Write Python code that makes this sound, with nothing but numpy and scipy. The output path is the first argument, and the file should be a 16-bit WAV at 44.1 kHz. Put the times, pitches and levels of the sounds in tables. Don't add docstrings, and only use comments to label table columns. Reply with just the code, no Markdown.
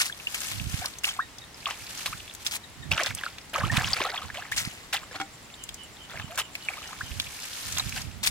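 import sys
import numpy as np
from scipy import signal
from scipy.fft import rfft, irfft, next_fast_len
from scipy.io import wavfile
from scipy.ndimage import uniform_filter1d

SR = 44100
rng = np.random.default_rng(int(sys.argv[2]) if len(sys.argv) > 2 else 0)


def file_out(sig):
    cols = np.atleast_2d(sig).T
    lim = np.clip(cols, -1, 1)
    pcm = np.round(lim * 32767).astype(np.int16)
    wavfile.write(sys.argv[1], SR, pcm)


N = 366030
TIME = np.arange(N) / SR

# (time [s], rise [s], fall [s], level [dB], wetness [0 = damp weeds, 1 = open puddle])
SPLASH_EVENTS = [(0, 0.014, 0.03, -30, 0.3), (.051, 0.0052, 0.041, -40.5, 0.034),
                 (0.344, 0.0016, 0.017, -37, 0.039), (.514, 0.0037, 0.039, -43.5, 0.43),
                 (.81, 0.037, 0.035, -42, 0.77), (1.035, 0.01, .03, -37, 0.13),
                 (1.068, 0.0039, 0.074, -41, 0.55), (1.666, 0.0067, 0.034, -41, 0.86),
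                 (1.7, .003, 0.04, -43.5, 0.75), (2.058, .002, 0.016, -36, 0.55),
                 (2.448, 0.025, 0.027, -41, 0.2), (2.511, 0.054, 0.0098, -34, 0.12),
                 (2.91, 0.0045, 0.062, -35.5, 0.94), (2.974, 0.036, 0.059, -36, 0.84),
                 (3.06, 0.012, 0.052, -41.5, 0.52), (3.17, 0.012, 0.065, -47, 0.7),
                 (3.232, 0.0041, 0.14, -53, 0.46), (3.533, .015, 0.099, -36.5, 0.97),
                 (3.631, 0.0076, 0.057, -47.5, 0.45), (3.715, 0.056, .09, -33.5, 0.76),
                 (3.831, 0.099, 0.096, -40.5, 0.65), (3.96, 0.057, 0.14, -38, 1),
                 (4.138, 0.018, 0.04, -45.5, 0.73), (4.214, 0.0042, .1, -54, 0.58),
                 (4.342, 0.014, 0.12, -46.5, 0.8), (4.515, 0.0022, 0.058, -43.5, 0.24),
                 (4.563, .021, 0.048, -34, 0.2), (4.639, 0.0082, 0.2, -50.5, 0.57),
                 (4.927, 0.0046, 0.023, -32, 0.47), (4.94, 0.0051, 0.074, -42, 0.82),
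                 (5.111, 0.051, 0.029, -44, 0.95), (6.09, .11, 0.048, -45, 0.91),
                 (6.28, 0.039, 0.21, -54.5, 0.89), (6.376, .026, 0.014, -29.5, 0.49),
                 (6.659, 0.07, .25, -50, 0.9), (7.766, 0.026, 0.019, -37.5, 0.74),
                 (7.96, 0.017, 0.017, -37.5, 0.57), (8.231, 0.0043, 0.044, -35, 0.25),
                 (8.261, 0.014, .012, -29, 0.07)]
# (time [s], base level [dB])
WEED_PULLS = [
    [(.1, -57.5), (.31, -42.5), (.45, -36), (.66, -46.5), (.774, -38.5), (1.0, -57.5)],
    [(1.55, -54), (1.858, -45.5), (2.008, -39.5), (2.176, -46.5), (2.38, -57.5), (2.45, -41)],
    [(6.5, -54), (7.37, -43), (7.58, -40), (7.76, -37), (7.85, -40.5), (8.0, -41), (8.22, -78)],
]
WEED_PULL_SIDES = [0.95, -0.3, -0.27]
# (frequency [Hz], coherence [0 to 1])
FIELD_LIKENESS = [(100, 0.94), (800, 0.5), (2200, 0.33), (4500, 0.14), (9000, 0.028), (16000, 0.036)]
# (frequency [Hz], coherence [0 to 1])
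NEAR_LIKENESS = [(100, 1), (700, 0.96), (1300, 1), (2400, 0.62), (4500, 0.74), (9000, 0.18), (16000, 0.061)]


def amp(db):
    return 10 ** (np.asarray(db) / 20)


def unit(x):
    return x / np.sqrt(np.mean(x ** 2) + 1e-20)


def read(points, hz):
    f, value = np.transpose(points)
    return np.interp(np.log(hz + 1), np.log(f + 1), value)


def add(mix, s, sound):
    start = max(round(s * SR), 0)
    part = mix[:, start:][:, :sound.shape[1]]
    part += sound[:, :part.shape[1]]


def shape(x, response):
    size = next_fast_len(x.shape[-1] + 512)
    spectrum = rfft(x, size) * response(np.fft.rfftfreq(size, 1 / SR))
    return irfft(spectrum, size)[..., :x.shape[-1]]


def colour(x, points):
    return unit(shape(x, lambda hz: amp(read(points, hz))))


def spread(pair, likeness=FIELD_LIKENESS):
    angle = lambda hz: np.arccos(np.clip(read(likeness, hz), 0, 1)) / 2
    middle = shape(pair[0], lambda hz: np.cos(angle(hz)))
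    sides = shape(pair[1], lambda hz: np.sin(angle(hz)))
    return middle + np.array([[1], [-1]]) * sides


def place(x, side, lead_s=.00008, shadow_db=3):
    ear = np.array([[side], [-side]])

    def path(hz):
        lead = np.exp(2j * np.pi * hz * ear * lead_s)
        return lead * amp(ear * shadow_db * np.minimum(hz / 9000, 1) ** 2)
    return shape(x, path)


def side_at(s):
    # (time [s], side [0 = straight ahead, positive = left])
    work_path = [(0, 1.16), (1.1, 0.8), (1.7, .3), (2.1, 0.23), (2.55, 1.33), (2.9, 0.27), (3.25, -0.38),
                 (3.55, -0.2), (4.1, 0.41), (4.45, 0.23), (4.6, 1.17), (4.93, 0.24), (5.7, 0.55),
                 (6.4, 0.28), (6.7, 0.65), (7.1, -0.52), (7.8, -0.61), (8.25, 1.2)]
    return np.interp(s, *np.transpose(work_path))


def clumps(depth_db, size=400):
    smooth = uniform_filter1d(rng.standard_normal(N), size)
    return amp(depth_db * unit(smooth))


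def ring(hz, life, rise):
    t = np.arange(int(4 * life * SR) + 128) / SR
    pitch = hz * (1 + 1.25 * np.tanh(rise * t / 1.1))
    envelope = np.sqrt(t / life) * np.exp(-(t / life) ** 1.5)
    return envelope * np.sin(2 * np.pi * np.cumsum(pitch) / SR)


def grains(per_s, cycles, size_db, count=26, size=N // 3):
    out = np.zeros((2, size))
    for hz in np.geomspace(330, 15000, count):
        chance = rng.random((2, size))
        strength = np.minimum(rng.exponential(1, 8192), 4)
        hits = chance < per_s / count * np.sqrt(hz / 3000) / SR
        kicks = amp(size_db * strength) * rng.choice([-1, 1], 8192)
        train = np.zeros((2, size))
        train[hits] = np.resize(kicks, hits.sum())
        life = cycles / hz * min(1, (2500 / hz) ** 0.35)
        grain = ring(hz, life, 0.086 / life)
        rings = signal.oaconvolve(train, grain[None], axes=1)[:, :size]
        out += np.sqrt(hz) * unit(rings)
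    return unit(out)[:, np.arange(N) % size]


def splashes(fall_db=13, foot=0.56, bunch_db=2.6):
    # (level on damp weeds [dB], level in the open puddle [dB])
    gurgle_range = (-35, 5)
    # (level on damp weeds [dB], level in the open puddle [dB])
    spray_range = (-2.5, -16)
    water = spread(grains(per_s=2000, cycles=3.5, size_db=4.5), NEAR_LIKENESS)
    crackle = spread(grains(per_s=7000, cycles=1.5, size_db=4.5), NEAR_LIKENESS)
    water = water * clumps(bunch_db)
    out = np.zeros((2, N))
    for s, rise, fall, db, wetness in SPLASH_EVENTS:
        t = np.arange(int((rise + 2 * fall) * SR)) / SR
        at = (round(s * SR) + np.arange(len(t))) % N
        gurgle = np.interp(wetness, [0, 1], gurgle_range)
        spray = np.interp(wetness, [0, 1], spray_range)
        wet = np.clip(wetness, .05, .95) ** 0.86
        growing = foot + (1 - foot) * (t / rise) ** 2
        fading = amp(-fall_db * (t - rise) / fall)
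        swell = np.where(t < rise, growing, fading)
        body = max(gurgle, -13)
        tone = [(130, body - 16), (380, body - 11), (600, body), (1400, body / 2 + 2),
                (2600, 0), (5000, spray / 2 - 1), (8000, spray), (15500, spray - 10)]
        droplets = np.sqrt(wet) * water[:, at] + np.sqrt(1 - wet) * crackle[:, at]
        burst = colour(droplets, tone) * swell
        stretch = np.sqrt(len(t) / SR / (rise + fall))
        add(out, s, place(unit(burst) * amp(db) * stretch, side_at(s)))
    return out


def rustle(level_db=2, flutter_db=1.76):
    # (frequency [Hz], level [dB])
    leaf_tone = [(290, -66), (500, -12), (740, -10.5), (1670, -2), (1820, -0.5), (1980, -7.5), (2160, -2),
                 (6230, -3), (12000, -8.5), (14900, -10.5), (16000, -29)]
    contacts = grains(per_s=16000, cycles=1.3, size_db=4.4)
    swarm = colour(spread(contacts), leaf_tone)
    swarm = unit(swarm * clumps(flutter_db))
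    out = np.zeros((2, N))
    for pull, side in zip(WEED_PULLS, WEED_PULL_SIDES):
        s, db = np.transpose(pull)
        during = (TIME >= s[0]) & (TIME <= s[-1])
        effort = amp(np.interp(TIME[during], s, db) + level_db)
        effort = effort * signal.windows.tukey(during.sum(), .06)
        add(out, s[0], place(swarm[:, during] * effort, side))
    return out


def fibres(per_s=95, over_db=8, size_db=6.5):
    out = np.zeros((2, N))
    for pull, side in zip(WEED_PULLS, WEED_PULL_SIDES):
        s, db = np.transpose(pull)
        length = s[-1] - s[0]
        for when, pitch, size, stray in rng.random((300, 4))[:int(per_s * length)]:
            at = s[0] + when * length
            hz = 2300 * 4 ** pitch
            level = np.interp(at, s, db) + over_db + size_db * min(-np.log(size), 3)
            tick = amp(level) * ring(hz, 1.7 / hz, 0)
            add(out, at, place(tick, side + stray - .5))
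    return out


def snaps(crack_s=0.00028, fray_level=0.45, fray_s=0.0015, octaves=0.22):
    # (time [s], level [dB], centre [Hz])
    snap_events = [(0.0157, -17.5, 5350), (.858, -23.5, 4530), (0.986, -35, 7600), (1.053, -24.5, 4530),
                   (1.3842, -38.5, 5640), (2.0603, -24, 3020), (2.338, -40, 7980), (2.3497, -36.5, 6800),
                   (2.465, -20.5, 4500), (2.47, -26, 5730), (3.0344, -24.5, 5700), (3.0613, -24.5, 4100),
                   (3.1494, -28, 7850), (3.384, -37, 3350), (4.5805, -21.3, 4860), (5.6377, -33.5, 7500),
                   (5.6904, -32, 3200), (5.743, -35, 6840), (6.1979, -32.5, 1390), (6.357, -38.5, 7200),
                   (6.5529, -28, 2600), (7.1995, -20.5, 3500), (7.7247, -29.5, 6220), (7.784, -25, 6230),
                   (7.894, -32, 6550), (8.248, -27, 3520), (8.2725, -18, 3830)]
    out = np.zeros((2, N))
    t = np.arange(600) / SR
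    for s, db, hz in snap_events:
        crack = np.exp(-t / crack_s) * np.sin(2 * np.pi * hz * t)
        hiss = rng.standard_normal((2, len(t)))
        fray = unit(shape(hiss, lambda f: 1 / (1 + (np.log2((f + 1) / hz) / octaves / 2) ** 2)))
        snap = crack + fray_level * fray * np.exp(-t / fray_s)
        start_strength = snap[:, :110].std()
        add(out, s, place(amp(db) * snap / start_strength, side_at(s)))
    return out


def bubbles():
    # (time [s], level [dB], starting pitch [Hz], life [s], relative pitch rise [about 1/s])
    air_pockets = [(0.0107, -9, 2050, 0.00087, 0), (0.0968, -24.5, 1430, 0.0035, 41),
                   (.125, -22.5, 3400, .0017, 0), (0.27, -13, 2670, 0.0029, 25),
                   (.8181, -27.5, 730, 0.0058, 3), (1.0434, -6, 2900, 0.0013, -2),
                   (1.0886, -14, 3180, 0.0023, 4), (1.1895, -14.5, 874, 0.01, 67),
                   (1.6577, -8.5, 3060, 0.00066, 0), (1.6665, -18.5, 1200, 0.0042, -8),
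                   (2.1271, -24.5, 1140, 0.0072, 25), (2.9163, -5.5, 2660, 0.0012, 18),
                   (2.979, -9.5, 2850, .001, 0), (2.993, -20, 1355, 0.013, 45),
                   (3.0263, -24, 533, 0.0061, 1), (3.185, -25.5, 3100, 0.0018, 39),
                   (3.236, -15, 1590, 0.0013, -2), (3.2638, -16, 1360, .003, 5),
                   (3.557, -17, 1140, .0084, 13), (3.6347, -17.5, 1107, .0087, 15),
                   (3.698, -16.5, 1824, 0.0061, 1), (3.7837, -12.5, 1090, 0.00071, 0),
                   (3.791, -15.5, 1730, .0011, 0), (3.844, -10.5, 3020, 0.0012, -3),
                   (3.9328, -2.5, 4714, 0.00092, 0), (4.007, -18, 370, 0.0082, 27),
                   (4.0173, -10, 2250, 0.00063, 28), (4.0596, -20, 1274, 0.0087, 7),
                   (4.0684, -20.5, 735, 0.0043, 21), (4.1377, -25.5, 770, 0.0052, -4),
                   (4.177, -15.5, 3060, 0.0015, 45), (4.2188, -26.5, 1170, 0.0059, 13),
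                   (4.3014, -19, 1700, 0.00096, 35), (4.3679, -33, 489, 0.026, 25),
                   (4.422, -26.5, 1490, 0.0026, 47), (4.4504, -27, 1990, 0.0018, 0),
                   (4.5185, -18, 1630, 0.0076, 29), (4.663, -23.8, 2010, 0.0022, 8),
                   (6.296, -35.5, 612, 0.027, 4), (6.686, -10, 2200, 0.0014, 61),
                   (6.7362, -25, 2280, 0.0026, 0), (6.7787, -31, 1240, 0.0053, -1),
                   (6.9307, -22.5, 1160, 0.0012, 48), (7.008, -20, 1210, 0.0049, 65),
                   (7.797, -9, 3940, .002, 0)]
    out = np.zeros((2, N))
    for s, db, hz, life, rise in air_pockets:
        add(out, s, place(amp(db) * ring(hz, life, rise), side_at(s)))
    return out


def plops(per_s=120, over_db=10.5, fade_db=5, uneven_db=8, life_cycles=3.9,
          lowest_hz=720, octaves=2.34, rise_per_s=35):
    out = np.zeros((2, N))
    for s, rise, fall, db, wetness in SPLASH_EVENTS:
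        draws = rng.random((48, 4))
        if wetness > .52:
            for when, pitch, size, climb in draws[:int(per_s * (rise + fall))]:
                hz = lowest_hz * 2 ** (octaves * pitch)
                level = db + over_db - fade_db * when - uneven_db * size
                plop = amp(level) * ring(hz, life_cycles / hz, rise_per_s * climb)
                add(out, s + when * (rise + 1.3 * fall), place(plop, side_at(s)))
    return out


def settling(per_s=28, db=-48, size_db=6.5, side=0.16):
    out = np.zeros((2, N))
    for when, pitch, size, stray in rng.random((int(per_s * N / SR), 4)):
        hz = 2500 * 5 ** pitch
        tick = amp(db + size_db * min(-np.log(size), 3)) * ring(hz, 4 / hz, 20)
        add(out, when * N / SR, place(tick, side + stray - .5))
    return out


def bucket(side=0.51, scuff_db=-4, scuff_s=0.0052):
    # (time [s], level [dB])
    blows = [(5.156, -34.5), (5.2, -27), (5.213, -26.5)]
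    # (frequency [Hz], level [dB], time to fade by 60 dB [s])
    wall_modes = [(299, -15, 0.15), (410, -13, 0.088), (786, -3.5, 0.095), (894, -1, 0.028),
                  (1340, -3, 0.054), (1427, -5, 0.087), (1910, -12, .08), (2220, -9, 0.076),
                  (2250, -12, 0.043), (3270, -9, .04)]
    scuff_tone = [(200, 4.5), (2000, 2), (6000, -3.5), (15000, -24)]  # (frequency [Hz], level [dB])
    out = np.zeros((2, N))
    t = np.arange(9000) / SR
    for s, db in blows:
        wall = sum(amp(level - 60 * t / t60) * np.sin(2 * np.pi * (hz * t + rng.random()))
                   for hz, level, t60 in wall_modes)
        grit = colour(rng.standard_normal((2, len(t))), scuff_tone)
        scuff = grit * amp(scuff_db) * np.exp(-t / scuff_s)
        add(out, s, place(amp(db) * (wall + scuff), side))
    return out


def surroundings(x, near_db, far_db, near_s=0.0035, far_s=0.016):
    t = np.arange(8000) / SR
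    sparse = rng.standard_normal((2, 2, len(t))) * (rng.random((2, 2, len(t))) < .25)
    near, far = sparse * (t > .0007)
    echo = amp(near_db) * unit(near * np.exp(-t / near_s))
    echo = echo + amp(far_db) * unit(far * np.exp(-t / far_s))
    echo = spread(echo, NEAR_LIKENESS) / np.sqrt(len(t))
    return x + signal.oaconvolve(x, echo, axes=1)[:, :N]


def breeze(left_db=-15, right_db=3, bump_db=3, lumps_db=4.0, margin_s=0.057, skew=0.7, calm_db=-59.5):
    # (time [s], length before margins [s], base level [dB])
    puffs = [(0.52, 0.32, -34), (2.12, 0.074, -48), (2.81, 0.23, -37.5), (3.115, 0.034, -42),
             (3.603, 0.39, -28), (4.23, 0.15, -49), (4.545, 0.11, -41.5), (6.124, 0.24, -44),
             (7.028, 0.27, -38.5), (7.613, 0.95, -36)]
    # (time [s], base level [dB], pitch [Hz])
    dull_bumps = [(.668, -10, 96.5), (0.741, -7.5, 108), (3.638, -8.5, 130), (3.778, -4.5, 126),
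                  (4.674, -14.5, 166), (6.243, -18, 145), (7.113, -16, 71.4)]
    # (frequency [Hz], level [dB])
    buffet_tone = [(12, -49), (20, -12), (83, 0), (102, 0.5), (184, -9), (248, -11.5), (278, -16),
                   (400, -27.5), (520, -78), (880, -120)]
    lump_tone = [(5, -3), (15, -3.5), (35, -18.0), (70, -28), (300, -120)]  # (frequency [Hz], level [dB])
    force = np.full(N, amp(calm_db))
    for s, length, db in puffs:
        u = np.clip((TIME - s + margin_s) / (length + 2 * margin_s), 0, 1)
        force = force + amp(db) * np.sin(np.pi * u ** skew) ** 2
    lumps = amp(lumps_db * colour(rng.standard_normal(N), lump_tone))
    eddies = colour(rng.standard_normal((2, N)), buffet_tone)
    out = unit(eddies * lumps) * force
    for s, db, hz in dull_bumps:
        bump = np.tile(ring(hz, 0.58 / hz, 0), (2, 1))
        add(out, s, amp(db - bump_db) * bump)
    return out * amp([[left_db], [right_db]])


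def far_calls(rows, length, glide, overtone_db, echo_s=0.02):
    out = np.zeros((2, N))
    t = np.arange(int(length * SR)) / SR
    u = t / length
    late = np.arange(5000) / SR
    for s, hz, db in rows:
        flutter = .035 * np.sin(2 * np.pi * (70 * t + rng.random()))
        arch = 0.033 * np.sin(np.pi * u) - .025
        pitch = hz * (1 + glide * (u - .5) + arch + flutter)
        phase = 2 * np.pi * np.cumsum(pitch) / SR
        note = np.sin(np.pi * u) * (np.sin(phase) + amp(overtone_db) * np.sin(2 * phase))
        paths = unit(rng.standard_normal((2, len(late))) * np.exp(-late / echo_s)) / np.sqrt(len(late))
        add(out, s, amp(db) * signal.fftconvolve(note[None], paths, axes=1))
    return out


def song(count=8, start_s=5.56, every_s=.207, note_hz=2990, stray_hz=45, note_db=-44):
    return [(start_s + k * every_s, note_hz + stray_hz * rng.uniform(-1.03, 1), note_db)
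            for k in range(count)]


def insect(hz=7330, width_hz=170):
    # (time [s], level [dB])
    carry = [(0, -62), (1.3, -60), (1.8, -62), (3.4, -57), (4.8, -51), (5.5, -50), (5.9, -52.5), (6.5, -51),
             (7.2, -65), (8.3, -51)]
    whine = unit(shape(rng.standard_normal((2, N)), lambda f: np.exp(-((f - hz) / width_hz) ** 2 / 2)))
    trains = np.clip(2 * np.cos(2 * np.pi * 10 * (TIME - 5.243)) - .3, 0, 1)
    strokes = .7 + .3 * np.cos(2 * np.pi * 101 * TIME)
    return amp(np.interp(TIME, *np.transpose(carry))) * whine * trains * strokes


def field_air(level_db=-48):
    # (frequency [Hz], level [dB])
    air_tone = [(15, -36), (25, 3), (58, -2), (263, -6.5), (545, -11), (796, -9), (1650, -12), (1890, -9.5),
                (2350, -12), (3820, -13.5), (4740, -15), (7310, -18), (8360, -19), (11300, -24.5),
                (16000, -29)]
    return amp(level_db) * colour(spread(rng.standard_normal((2, N))), air_tone)


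def scene():
    # (time [s], pitch [Hz], level [dB])
    peep_notes = [(1.21, 1874, -36), (1.41, 1904, -41), (2.63, 1880, -42), (2.82, 1820, -39.5)]
    pops = bubbles() + snaps() + bucket() + settling() + plops() + fibres()
    pops = surroundings(pops, near_db=-1, far_db=-14.0)
    wash = surroundings(splashes() + rustle(), near_db=-22, far_db=-24)
    singer = far_calls(song(), length=0.094, glide=-0.0955, overtone_db=-39)
    peeper = far_calls(peep_notes, length=0.017, glide=0.017, overtone_db=-1.5)
    return pops + wash + singer + peeper + insect() + field_air() + breeze()


def record(dry, edge_hz=15950, bass_hz=33):
    # (frequency [Hz], level added on the left and taken off the right [dB])
    balance = [(500, 0.3), (1100, 0.38), (2200, -1.3), (4500, 0.76), (9000, 1.0), (15000, 1.0)]

    def port(hz):
        tilt = amp(np.array([[1], [-1]]) * read(balance, hz))
        return tilt * hz ** 4 / (hz ** 4 + bass_hz ** 4)
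    ports = shape(dry, port)
    treble_cut = signal.firwin(511, edge_hz, window=("kaiser", 9), fs=SR)
    return signal.oaconvolve(ports, treble_cut[None], "same")


dry = scene()
out = record(dry)
file_out(out)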